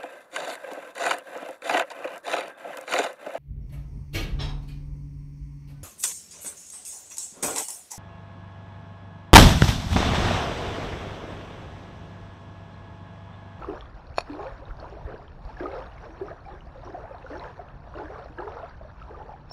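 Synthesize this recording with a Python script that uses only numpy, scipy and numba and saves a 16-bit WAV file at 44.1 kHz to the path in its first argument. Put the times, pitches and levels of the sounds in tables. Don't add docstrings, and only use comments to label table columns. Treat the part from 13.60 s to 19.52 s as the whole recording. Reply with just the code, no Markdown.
import sys
import numpy as np
from scipy import signal
from scipy.fft import rfft, irfft, next_fast_len
from scipy.io import wavfile
from scipy.ndimage import uniform_filter1d, map_coordinates
from numba import njit

SR = 44100
rng = np.random.default_rng(int(sys.argv[2]) if len(sys.argv) > 2 else 0)


def elevation(decibels):
    levels = np.asarray(decibels, float)
    return 10 ** (levels / 20)


def digitize_waveform(pressure):
    field = np.atleast_2d(pressure).T
    bounded = np.clip(field, -1, 1)
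    quanta = np.round(bounded * 32767).astype(np.int16)
    wavfile.write(sys.argv[1], SR, quanta)


N = 261071
TYPICAL_DB = -43

# start in seconds, strength in dB, length in seconds, spray in dB.
WAVES = [(-.05, -41.5, 0.21, 2.5), (0.074, -39.5, 0.038, -12), (0.358, -52, 0.174, 0),
         (0.671, -40.5, .22, 2.5), (0.998, -49, 0.089, 0.5), (1.188, -45, 0.095, 2),
         (1.327, -45, 0.066, -2), (1.449, -43, 0.12, 0), (1.838, -49, .1, 3), (2.003, -39.5, 0.21, 2),
         (2.309, -52.5, 0.053, 2.5), (2.4, -47, 0.13, 1.5), (2.599, -42, 0.12, 0), (2.886, -47.5, 0.065, 2),
         (3.066, -54, 0.147, 1.5), (3.247, -44, 0.33, 0), (3.702, -40, 0.16, 2.5),
         (3.976, -48, 0.0974, -2.5), (4.24, -54, .04, 0.5), (4.348, -41, 0.24, 0),
         (4.777, -40.5, 0.26, -0.5), (5.218, -53, 0.043, -4), (5.4, -53, .05, 2.5), (5.49, -45, 0.2, -2)]
# start in seconds, peak in dB, pitch in Hz, life in cycles.
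GULPS = [(.083, -21.5, 375, 6.1), (.088, -26, 295, 4.5), (.118, -27.5, 319, 3.7), (.696, -29.5, 316, 6.3),
         (.699, -29, 285, 12.7), (.734, -30, 297, 14.5), (.77, -34.5, 375, 16.8), (1.47, -39, 406, 17),
         (1.541, -33, 451, 4.2), (2.006, -17.5, 318, 3.1), (2.034, -32.5, 346.3, 16.6),
         (2.035, -30.5, 278, 9.9), (2.045, -34, 389, 11.5), (2.122, -32.5, 497, 7.8),
         (2.159, -34.5, 480, 4.5), (2.169, -32.5, 479, 17), (2.197, -33.5, 427, 4),
         (2.49, -40, 311.8, 16.3), (2.612, -23.5, 367, 7.8), (3.338, -25, 300, 1.46),
         (3.643, -29.5, 480, 4.3), (3.707, -35, 281.8, 8), (3.75, -30, 330, 5.3),
         (4.393, -26.5, 419.3, 3.6), (4.43, -34.5, 294.7, 10.5), (4.499, -29, 476, 5.2),
         (4.515, -40, 408.7, 17), (4.784, -29, 328, 6.48), (4.809, -35, 386, 15), (4.864, -32.5, 412, 13.5)]
# start in seconds, peak in dB, pitch in Hz, life in cycles.
BUBBLES = [(.024, -24, 840, 2.15), (.136, -29, 533, 3), (.791, -24.5, 571, 3.53), (.791, -26.5, 750, 5.3),
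           (.834, -32, 710, 9.8), (.854, -29.5, 502.5, 11.6), (.879, -39.5, 833, 5.5),
           (1.226, -28.5, 596, 4.8), (1.242, -35, 918.6, 14), (2.034, -22, 566, 4.5),
           (2.083, -28.5, 695, 3.8), (2.71, -30.5, 621, 8.1), (2.883, -34, 760, 16.9),
           (3.343, -27.5, 645, 4.9), (3.347, -23, 672, 6.6), (3.436, -32.5, 607, 8.1),
           (3.509, -28, 518, 4.7), (3.796, -34, 933, 6.9), (3.815, -32, 917, 13), (3.993, -25.5, 661, 5.2),
           (4.398, -27.5, 755, 3.1), (4.418, -19, 733, 1.4), (4.498, -39, 727, 18),
           (4.799, -27.5, 753, 5.1), (4.822, -24.5, 882, 4.3), (4.876, -26.5, 885, 5.07),
           (5.03, -27.5, 627, 7.3), (5.601, -33, 775, 10.5), (5.693, -26.5, 750, 3.56),
           (5.737, -31.5, 739.5, 8.2)]
# start in seconds, peak in dB, pitch in Hz, life in cycles.
BURBLES = [(0.091, -34.0, 1004.0, 8.3), (0.138, -30.0, 631.0, 3.0), (0.153, -29.0, 488.0, 3.3),
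           (0.629, -38.0, 1521.0, 3.2), (0.671, -37.0, 1148.0, 7.7), (0.792, -33.0, 1033.0, 11.7),
           (0.802, -27.0, 430.0, 5.5), (0.849, -37.0, 1492.0, 3.2), (0.875, -26.0, 516.0, 3.0),
           (0.879, -30.0, 832.0, 3.0), (1.347, -34.0, 1004.0, 3.0), (1.487, -29.0, 488.0, 4.0),
           (1.541, -28.0, 430.0, 3.0), (2.031, -33.0, 1177.0, 7.9), (2.039, -30.0, 976.0, 5.1),
           (2.069, -27.0, 373.0, 8.8), (2.11, -34.0, 1521.0, 5.6), (2.13, -27.0, 545.0, 7.0),
           (2.142, -25.0, 488.0, 14.4), (2.154, -31.0, 1291.0, 8.7), (2.186, -34.0, 1004.0, 3.7),
           (2.189, -24.0, 516.0, 5.0), (2.328, -44.0, 1894.0, 6.9), (2.614, -29.0, 717.0, 3.0),
           (2.62, -36.0, 1607.0, 5.9), (2.701, -37.0, 1435.0, 3.1), (3.476, -38.0, 1607.0, 3.4),
           (3.705, -36.0, 1148.0, 7.7), (3.71, -39.0, 1406.0, 9.4), (3.746, -38.0, 1722.0, 15.0),
           (3.75, -31.0, 832.0, 11.9), (3.761, -34.0, 1435.0, 7.4), (3.885, -36.0, 1550.0, 8.0),
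           (3.892, -33.0, 947.0, 6.4), (4.339, -37.0, 1435.0, 5.2), (4.362, -32.0, 344.0, 5.5),
           (4.401, -44.0, 1866.0, 4.0), (4.438, -37.0, 1579.0, 8.2), (4.456, -38.0, 1722.0, 3.7),
           (4.482, -35.0, 1693.0, 8.8), (4.537, -37.0, 1464.0, 5.4), (4.658, -43.0, 1866.0, 4.0),
           (4.833, -38.0, 1579.0, 5.8), (4.833, -33.0, 1378.0, 9.2), (4.867, -24.0, 430.0, 3.0),
           (4.877, -37.0, 1665.0, 6.1), (5.059, -37.0, 1320.0, 14.9), (5.608, -29.0, 861.0, 8.4)]
# start in seconds, peak in dB, pitch in Hz, life in cycles.
PIPS = [(.021, -33, 1316, 12.6), (.045, -19.5, 1103, 2.5), (.223, -34.5, 1137, 5.2),
        (.862, -33.5, 1015, 3.5), (.868, -32.5, 1440, 4.2), (1.108, -29, 1360, 2.9),
        (1.969, -36, 1680, 10.6), (2.0, -29, 1590, 6.4), (2.056, -23.5, 1227, 9.4), (2.151, -37, 1270, 10),
        (2.682, -34, 1230, 9.8), (2.716, -33.5, 1670, 4), (3.664, -29.5, 1413, 5.1),
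        (3.732, -35.5, 1770, 12), (3.754, -22.5, 1430, 1.58), (3.844, -23.5, 1480, 1.95),
        (4.34, -29, 1100, 2.7), (4.386, -33.5, 1452, 9.3), (4.457, -32.5, 1560, 4.2),
        (4.558, -28, 1136, 3.5), (4.785, -26.5, 1620, 5.1), (4.788, -33, 1324, 8.5),
        (4.802, -30.5, 1255, 7.3), (4.875, -30.5, 1233, 5.8), (5.417, -36.5, 1302, 9.6),
        (5.544, -37.5, 1191, 13)]
# start in seconds, peak in dB, pitch in Hz, life in cycles.
DROPLETS = [(.034, -34, 2600, 3.7), (.099, -38.5, 2750, 4.8), (.209, -25.5, 3264, 3.1),
            (.257, -43.5, 3330, 7.4), (.733, -36, 2380, 5.6), (.869, -32, 2254, 2.3),
            (1.054, -43.5, 3704, 10.8), (1.2, -44.5, 4340, 19), (1.68, -38.5, 3100, 4.8),
            (2.038, -41.5, 2053, 11.2), (2.068, -31.5, 2140, 3.9), (2.115, -35, 2130, 9),
            (2.267, -41, 3690, 5.1), (2.32, -44, 2870, 12.4), (2.853, -45.5, 2327, 20.5),
            (3.007, -41.5, 2890, 8), (3.25, -33.5, 5600, 2.6), (3.779, -46.5, 5440, 16),
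            (3.796, -32, 3960, 4.66), (3.838, -34.5, 2943, 3.1), (4.355, -43.5, 2830, 11),
            (4.786, -39.5, 2886, 6.1), (5.095, -43, 4640, 6)]
# start in seconds, peak in dB, pitch in Hz, life
PLOPS = [(0.988, -39, 290, 4.6), (1.02, -32.5, 535, 6.5), (1.79, -41, 755.5, 8.4), (1.89, -33, 875, 11.3),
         (2.451, -32, 610, 3.3), (2.934, -34, 346, 5.04), (3.066, -35, 697.6, 6.8),
         (3.155, -32.5, 525.5, 4.8), (3.234, -29, 683, 3.5), (3.287, -32, 391, 2.96), (3.545, -27, 673, 4),
         (4.273, -25, 620, 2.0), (4.659, -19, 600, 1.5), (4.698, -31.5, 283, 3.2), (4.945, -28.5, 558, 2.7),
         (5.211, -26, 612, 3.2), (5.248, -33, 616, 7.85), (5.717, -27, 750, 2.6), (1.32, -34, 390, 8),
         (1.368, -30, 620, 5), (1.41, -31, 900, 5), (1.525, -32, 700, 6), (1.595, -32, 710, 5),
         (2.862, -34, 770, 10), (3.178, -33, 520, 8), (3.272, -33, 1020, 8), (3.452, -29, 760, 4),
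         (4.428, -30, 600, 5), (4.585, -31, 450, 6), (5.478, -34, 920, 5), (5.508, -30, 470, 5),
         (5.57, -32, 470, 7), (5.655, -33, 450, 6)]
# start in seconds, peak in dB, pitch in Hz.
TICKS = [(0.4695, -44, 4260), (0.5423, -43, 2650), (0.849, -54, 2600), (1.0081, -52, 2510),
         (1.1703, -47, 4640), (1.2006, -39, 4440), (1.3001, -45.5, 5470), (1.548, -44.5, 2790),
         (1.5783, -53, 2590), (1.734, -55.5, 2780), (1.851, -48, 4650), (2.0333, -49, 3040),
         (2.2239, -46, 2530), (2.2394, -49.5, 3700), (2.3208, -48.5, 2810), (2.3844, -50, 2960),
         (2.4528, -61, 3900), (2.6025, -58.5, 2640), (3.7384, -55.5, 2695), (4.0317, -56, 2960),
         (4.087, -41.5, 2730), (4.6483, -54.5, 2660), (4.8823, -50, 3160), (5.4256, -39.5, 2700),
         (5.626, -46, 3010), (5.7079, -51, 2610)]
# start in seconds, peak in dB, pitch in Hz.
SPITS = [(0.161, -49.0, 5742.0), (0.196, -61.0, 6660.0), (0.208, -48.0, 5282.0), (0.21, -55.0, 6431.0),
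         (0.499, -49.0, 4478.0), (0.719, -44.0, 4364.0), (0.733, -41.0, 4249.0), (0.754, -45.0, 3904.0),
         (0.848, -46.0, 4019.0), (0.873, -45.0, 4364.0), (1.163, -61.0, 6775.0), (1.17, -47.0, 4593.0),
         (1.2, -50.0, 5857.0), (1.2, -38.0, 4364.0), (1.3, -55.0, 6660.0), (1.579, -47.0, 4708.0),
         (1.851, -48.0, 4708.0), (1.89, -48.0, 4478.0), (1.929, -49.0, 5053.0), (1.968, -48.0, 5397.0),
         (1.999, -32.0, 2067.0), (2.033, -44.0, 3445.0), (2.063, -60.0, 6890.0), (2.076, -60.0, 6890.0),
         (2.117, -56.0, 6660.0), (2.12, -42.0, 4019.0), (2.155, -50.0, 6201.0), (2.173, -56.0, 6660.0),
         (2.179, -36.0, 2067.0), (2.187, -59.0, 6660.0), (2.223, -42.0, 2985.0), (2.239, -43.0, 3445.0),
         (2.28, -49.0, 6546.0), (2.38, -37.0, 2182.0), (2.454, -46.0, 4019.0), (2.528, -50.0, 6546.0),
         (2.603, -48.0, 3560.0), (2.666, -48.0, 5512.0), (2.86, -51.0, 5053.0), (3.071, -50.0, 4823.0),
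         (3.298, -50.0, 5167.0), (3.327, -49.0, 5167.0), (3.583, -45.0, 3904.0), (3.741, -47.0, 6086.0),
         (3.754, -48.0, 5512.0), (3.771, -46.0, 4249.0), (3.811, -36.0, 2067.0), (3.839, -47.0, 5397.0),
         (4.806, -46.0, 4249.0), (5.02, -48.0, 3560.0)]
# start in seconds, peak in dB, brightness in dB, thud in dB.
REEL_CLICKS = [
    (.559, -41, -1.5, -14),
    (.566, -39, -1, -15.5),
    (.571, -37, -3, -14),
    (0.5745, -29, 1.5, -7.5),
    (.5829, -3.3, -14, 0),
    (.5858, -14, 0, -13),
    (0.606, -35, 4.5, -15),
    (0.6069, -24, -1, -2),
    (5.899, -42, -3, -15),
    (5.912, -35.5, -12, 9.5),
]
# pitch in Hz, level in dB, 60 dB decay in seconds.
REEL_MODES = [(700, 0, .0095), (1000, -8, .009), (2100, -7, .008), (2500, -2, .011), (3200, -7, .007),
              (3750, -7, .008), (4300, 0, .008), (5200, -6, .006), (6850, -10, .012), (7600, -20, .012),
              (9000, -16, .009), (10100, -12, .011), (11100, -20, .014)]
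# time in seconds, level in dB, pitch in Hz.
SQUEAK = [
    (5.895, -70, 5370),
    (5.904, -51, 5320),
    (5.907, -74, 5370),
    (5.91, -48, 5347),
    (5.92, -38, 5414),
]
# time in seconds, level in dB.
WIND = [
    (0, -42),
    (.9, -43),
    (1.4, -40.5),
    (1.9, -42),
    (2.8, -42.5),
    (5.4, -42.5),
    (5.92, -43.5),
]
# start in seconds, peak in dB, pitch in Hz.
THUMPS = [
    (0.919, -31.5, 47.2),
    (1.091, -27.5, 35.7),
    (1.448, -25.5, 56.5),
    (1.847, -28, 43.5),
]
# frequency in Hz, density in dB per Hz.
RUMBLE = [(8.8, -28), (15, -6.5), (54, 2), (67, -0.5), (107, -8), (140, -7), (200, -17.5), (260, -19.5),
          (380, -22), (600, -45)]
# frequency in Hz, density in dB per Hz.
FAR_SHORE = [(150, -120), (230, -10), (400, -8), (700, 1.5), (1000, -2.5), (1600, -21.5), (2100, -14.5),
             (4500, -27.5), (7000, -28), (10000, -31), (15700, -38)]
# frequency in Hz, gain in dB.
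HOUSING = [(20, -4), (1750, 0.5), (2050, -5.5), (2550, -1.5), (3200, -4.5), (4400, -0.5), (4900, -3.5),
           (5600, 1.5), (6150, -3.5), (6900, -6), (7500, -11), (8100, -13), (8700, -8.5), (15700, -17.5)]
# frequency in Hz, density in dB per Hz.
HISS = [(5000, -120), (6000, -14), (8000, -1.5), (10000, 1.5), (12000, -1.5), (13500, -3), (15700, -2.5)]


@njit
def ring(start, gain, hz, cycles, rise, n, sr):
    out = np.zeros(n)
    for k in range(len(start)):
        life = cycles[k] / hz[k]
        for i in range(min(int(3 * life * sr), n - start[k])):
            t = i / sr
            shape = (1 - np.exp(-t * hz[k])) * np.exp(-t / life) * (1 - (t / (3 * life)) ** 4)
            glide_t = t + rise[k] * t * t / (2 * life)
            out[start[k] + i] += gain[k] * shape * np.sin(2 * np.pi * hz[k] * glide_t)
    return out


def pockets(s, db, hz, cycles, rise):
    start = (np.clip(s, 0, None) * SR).astype(np.int64)
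    cycles = np.full(len(s), cycles, dtype=float)
    rise = np.full(len(s), rise, dtype=float)
    return ring(start, elevation(db), hz, cycles, rise, N, SR)


def bubbles():
    s, db, hz, cycles = np.transpose(PLOPS)
    out = pockets(s, db - 3.0, 0.95 * hz, cycles, rise=0.1)
    s, db, hz, cycles = np.transpose(BURBLES)
    out = out + pockets(s, db - 5, hz, cycles, rise=0.04)
    for rows, rise in (GULPS, 0.078), (BUBBLES, 0.083), (PIPS, 0.016), (DROPLETS, 0.013):
        out = out + pockets(*np.transpose(rows), rise)
    return out


def waves():
    gurgle_db = wash(calm_db=-54.5, offset_db=-0.5, strength=1.17, spray_share=-0.18,
                     rise_s=0.0037, drain_s=0.34)
    patter_db = wash(calm_db=-61, offset_db=-9.5, strength=0.8479, spray_share=0.46,
                     rise_s=0.0074, drain_s=0.88)
    fizz_db = wash(calm_db=-70, offset_db=-23, strength=0.6238, spray_share=1.44,
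                   rise_s=0.1551, drain_s=0.8)
    surge = wobble(22.037)
    gurgle = elevation(gurgle_db - 2.2 + 1.52 * surge) * swarm(
        count=5500, centre_hz=630, octaves=0.5, cycles=3.6, rise=0.06, scatter_db=2.5, ageing=1)
    patter = elevation(patter_db - 1.0 + 1.22 * surge) * swarm(
        count=5500, centre_hz=1444, octaves=0.371, cycles=3.2, rise=0.031, scatter_db=2.5, ageing=0.091)
    fizz = elevation(fizz_db - 1.0 + 2.0 * surge + 1.5 * wobble(9)) * swarm(
        count=11000, centre_hz=3428.6, octaves=0.5, cycles=3.5, rise=0.011, scatter_db=3.6, ageing=0)
    far = elevation(-57.5 + 1.19 * (fizz_db + 68)) * rush(FAR_SHORE, patchy_db=2.3)
    return gurgle + patter + fizz + far


def wash(calm_db, offset_db, strength, spray_share, rise_s, drain_s):
    t, power = np.arange(N) / SR, elevation(2 * calm_db)
    for s, db, length, spray_db in WAVES:
        peak_db = TYPICAL_DB + offset_db + strength * (db - TYPICAL_DB) + spray_share * spray_db
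        drained_db = 60 * np.clip(t - s - length, 0, None) / drain_s
        before_db = 20 * np.clip(s - t, 0, None) / rise_s
        power = power + elevation(2 * (peak_db - drained_db - before_db))
    return 10 * np.log10(power)


def swarm(count, centre_hz, octaves, cycles, rise, scatter_db, ageing):
    u, g = rng.random((count, 2)), rng.standard_normal((count, 3))
    hz = np.clip(centre_hz * 2 ** (octaves * g[:, 0]), 370, 7000)
    hz = hz * climb(u[:, 0] * N / SR) ** ageing
    size_db = scatter_db * np.minimum(-np.log(1 - u[:, 1]), 4)
    lives = cycles * np.exp(0.503 * g[:, 1])
    return unit(pockets(u[:, 0] * (N - 1) / SR, size_db, hz, lives, rise * (1 + g[:, 2])))


def climb(s):
    starts, db = np.transpose(sorted(WAVES))[:2]
    latest = np.clip(np.searchsorted(starts, s) - 1, 0, None)
    depth = np.clip((db[latest] + 53) / 9, 0, 1)
    age_s = np.abs(s - starts[latest])
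    return 2 ** (0.898 * (0.5 - depth * np.exp(-age_s / 0.19945)))


def spray():
    s, db, hz = np.transpose(TICKS)
    ticks = pockets(s, db + 6, hz, cycles=2.3, rise=0)
    s, db, hz = np.transpose(SPITS)
    return ticks + pockets(s, db + 0.5, hz, cycles=5.5, rise=0)


def reel():
    out, t = np.zeros(N + SR), np.arange(SR // 10) / SR
    for s, db, bright_db, thud_db in REEL_CLICKS:
        hit = np.zeros(len(t))
        for hz, level, t60 in REEL_MODES:
            part_db = level + (thud_db if hz < 1500 else bright_db) + rng.normal(0, 1)
            hit += elevation(part_db - 60 * t / t60) * np.sin(2 * np.pi * hz * t)
        noise = uniform_filter1d(rng.standard_normal(len(t)), size=6)
        noise = np.diff(uniform_filter1d(noise, size=4), prepend=0)
        hit += elevation(bright_db + 10 - 60 * t / 0.012) * noise
        out[round(s * SR):][:len(t)] -= elevation(db) * hit * (1 - np.exp(-t / 0.00039))
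    squeak_db, squeak_hz = curves(SQUEAK)
    squeak = elevation(squeak_db + 2.5) * np.sin(2 * np.pi * np.cumsum(squeak_hz) / SR)
    bass_cut = signal.butter(2, 330, "high", fs=SR, output="sos")
    return signal.sosfilt(bass_cut, out[:N]) + squeak * (np.arange(N) > SQUEAK[0][0] * SR)


def shore(x):
    t = np.arange(SR // 8) / SR
    tail = rng.standard_normal(len(t)) * elevation(-60 * t / 0.14) * (t > 0.003)
    return signal.fftconvolve(x, tail / np.linalg.norm(tail))[:N]


def wind():
    rumble = elevation(curves(WIND)[0] + 0.33 * wobble(13)) * rush(RUMBLE, patchy_db=-0.84)
    s, db, hz = np.transpose(THUMPS)
    return rumble + pockets(s, db + 14.0, hz, cycles=0.8, rise=0)


def hiss(x):
    loud = np.sqrt(np.abs(uniform_filter1d(x ** 2, size=int(0.022 * SR), axis=-1)))
    swell = (np.minimum(loud, elevation(-28.5)) / elevation(TYPICAL_DB)) ** 1.4
    return x + elevation(-52 + TYPICAL_DB) * swell * rush(HISS, patchy_db=2.5)


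def thin_treble(x):
    frame = dict(window="cosine", nperseg=2048, noverlap=1024)
    hz, _, z = signal.stft(x, SR, **frame)
    local = np.sqrt(np.abs(uniform_filter1d(np.abs(z) ** 2, size=40, axis=-2)))
    mood = np.repeat(rng.standard_normal((33, z.shape[-1])), 32, axis=0)[:len(hz)]
    mood = uniform_filter1d(mood, size=2, axis=1)
    bar_db = np.interp(hz, [3000, 4500, 6000, 8000, 9500], [-30, -5, 1.8, 1.8, 1.5])
    bar_db = bar_db[:, None] + 1.9 * mood
    return signal.istft(z * (np.abs(z) > local * elevation(bar_db)), SR, **frame)[1][..., :N]


def unit(x):
    return x / np.sqrt(np.mean(x ** 2) + 1e-20)


def curves(rows):
    s, *cols = np.transpose(rows)
    return [np.interp(np.arange(N) / SR, s, c) for c in cols]


def wobble(rate):
    return map_coordinates(rng.standard_normal(int(N * rate / SR) + 4), [np.arange(N) * rate / SR])


def rush(spectrum, patchy_db):
    z = signal.stft(rng.standard_normal(N), nperseg=512)[2]
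    field = uniform_filter1d(rng.standard_normal(z.shape), size=5, axis=0)
    field = uniform_filter1d(field, size=8, axis=1)
    patchy = signal.istft(z * elevation(patchy_db * unit(field)), nperseg=512)[1][:N]
    return unit(shaped(patchy, spectrum))


def shaped(x, points):
    m = next_fast_len(N + 8192)
    hz, db = np.transpose(points)
    colour = np.interp(np.log(np.fft.rfftfreq(m, 1 / SR) + 1), np.log(hz + 1), db, right=-120)
    return irfft(rfft(x, m) * elevation(colour), m)[..., :N]


def scene():
    near, gear = bubbles() + spray(), reel()
    echo = shore(elevation(-17) * gear + elevation(-10) * near)
    return (near + gear + echo + waves() + wind())[None]


def roll_off(x):
    return signal.sosfilt(signal.butter(12, 15640, fs=SR, output="sos"), x)


def record(dry):
    housed = shaped(dry, HOUSING)
    mix = thin_treble(hiss(housed))
    return roll_off(mix)


dry = scene()
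out = record(dry)
digitize_waveform(out)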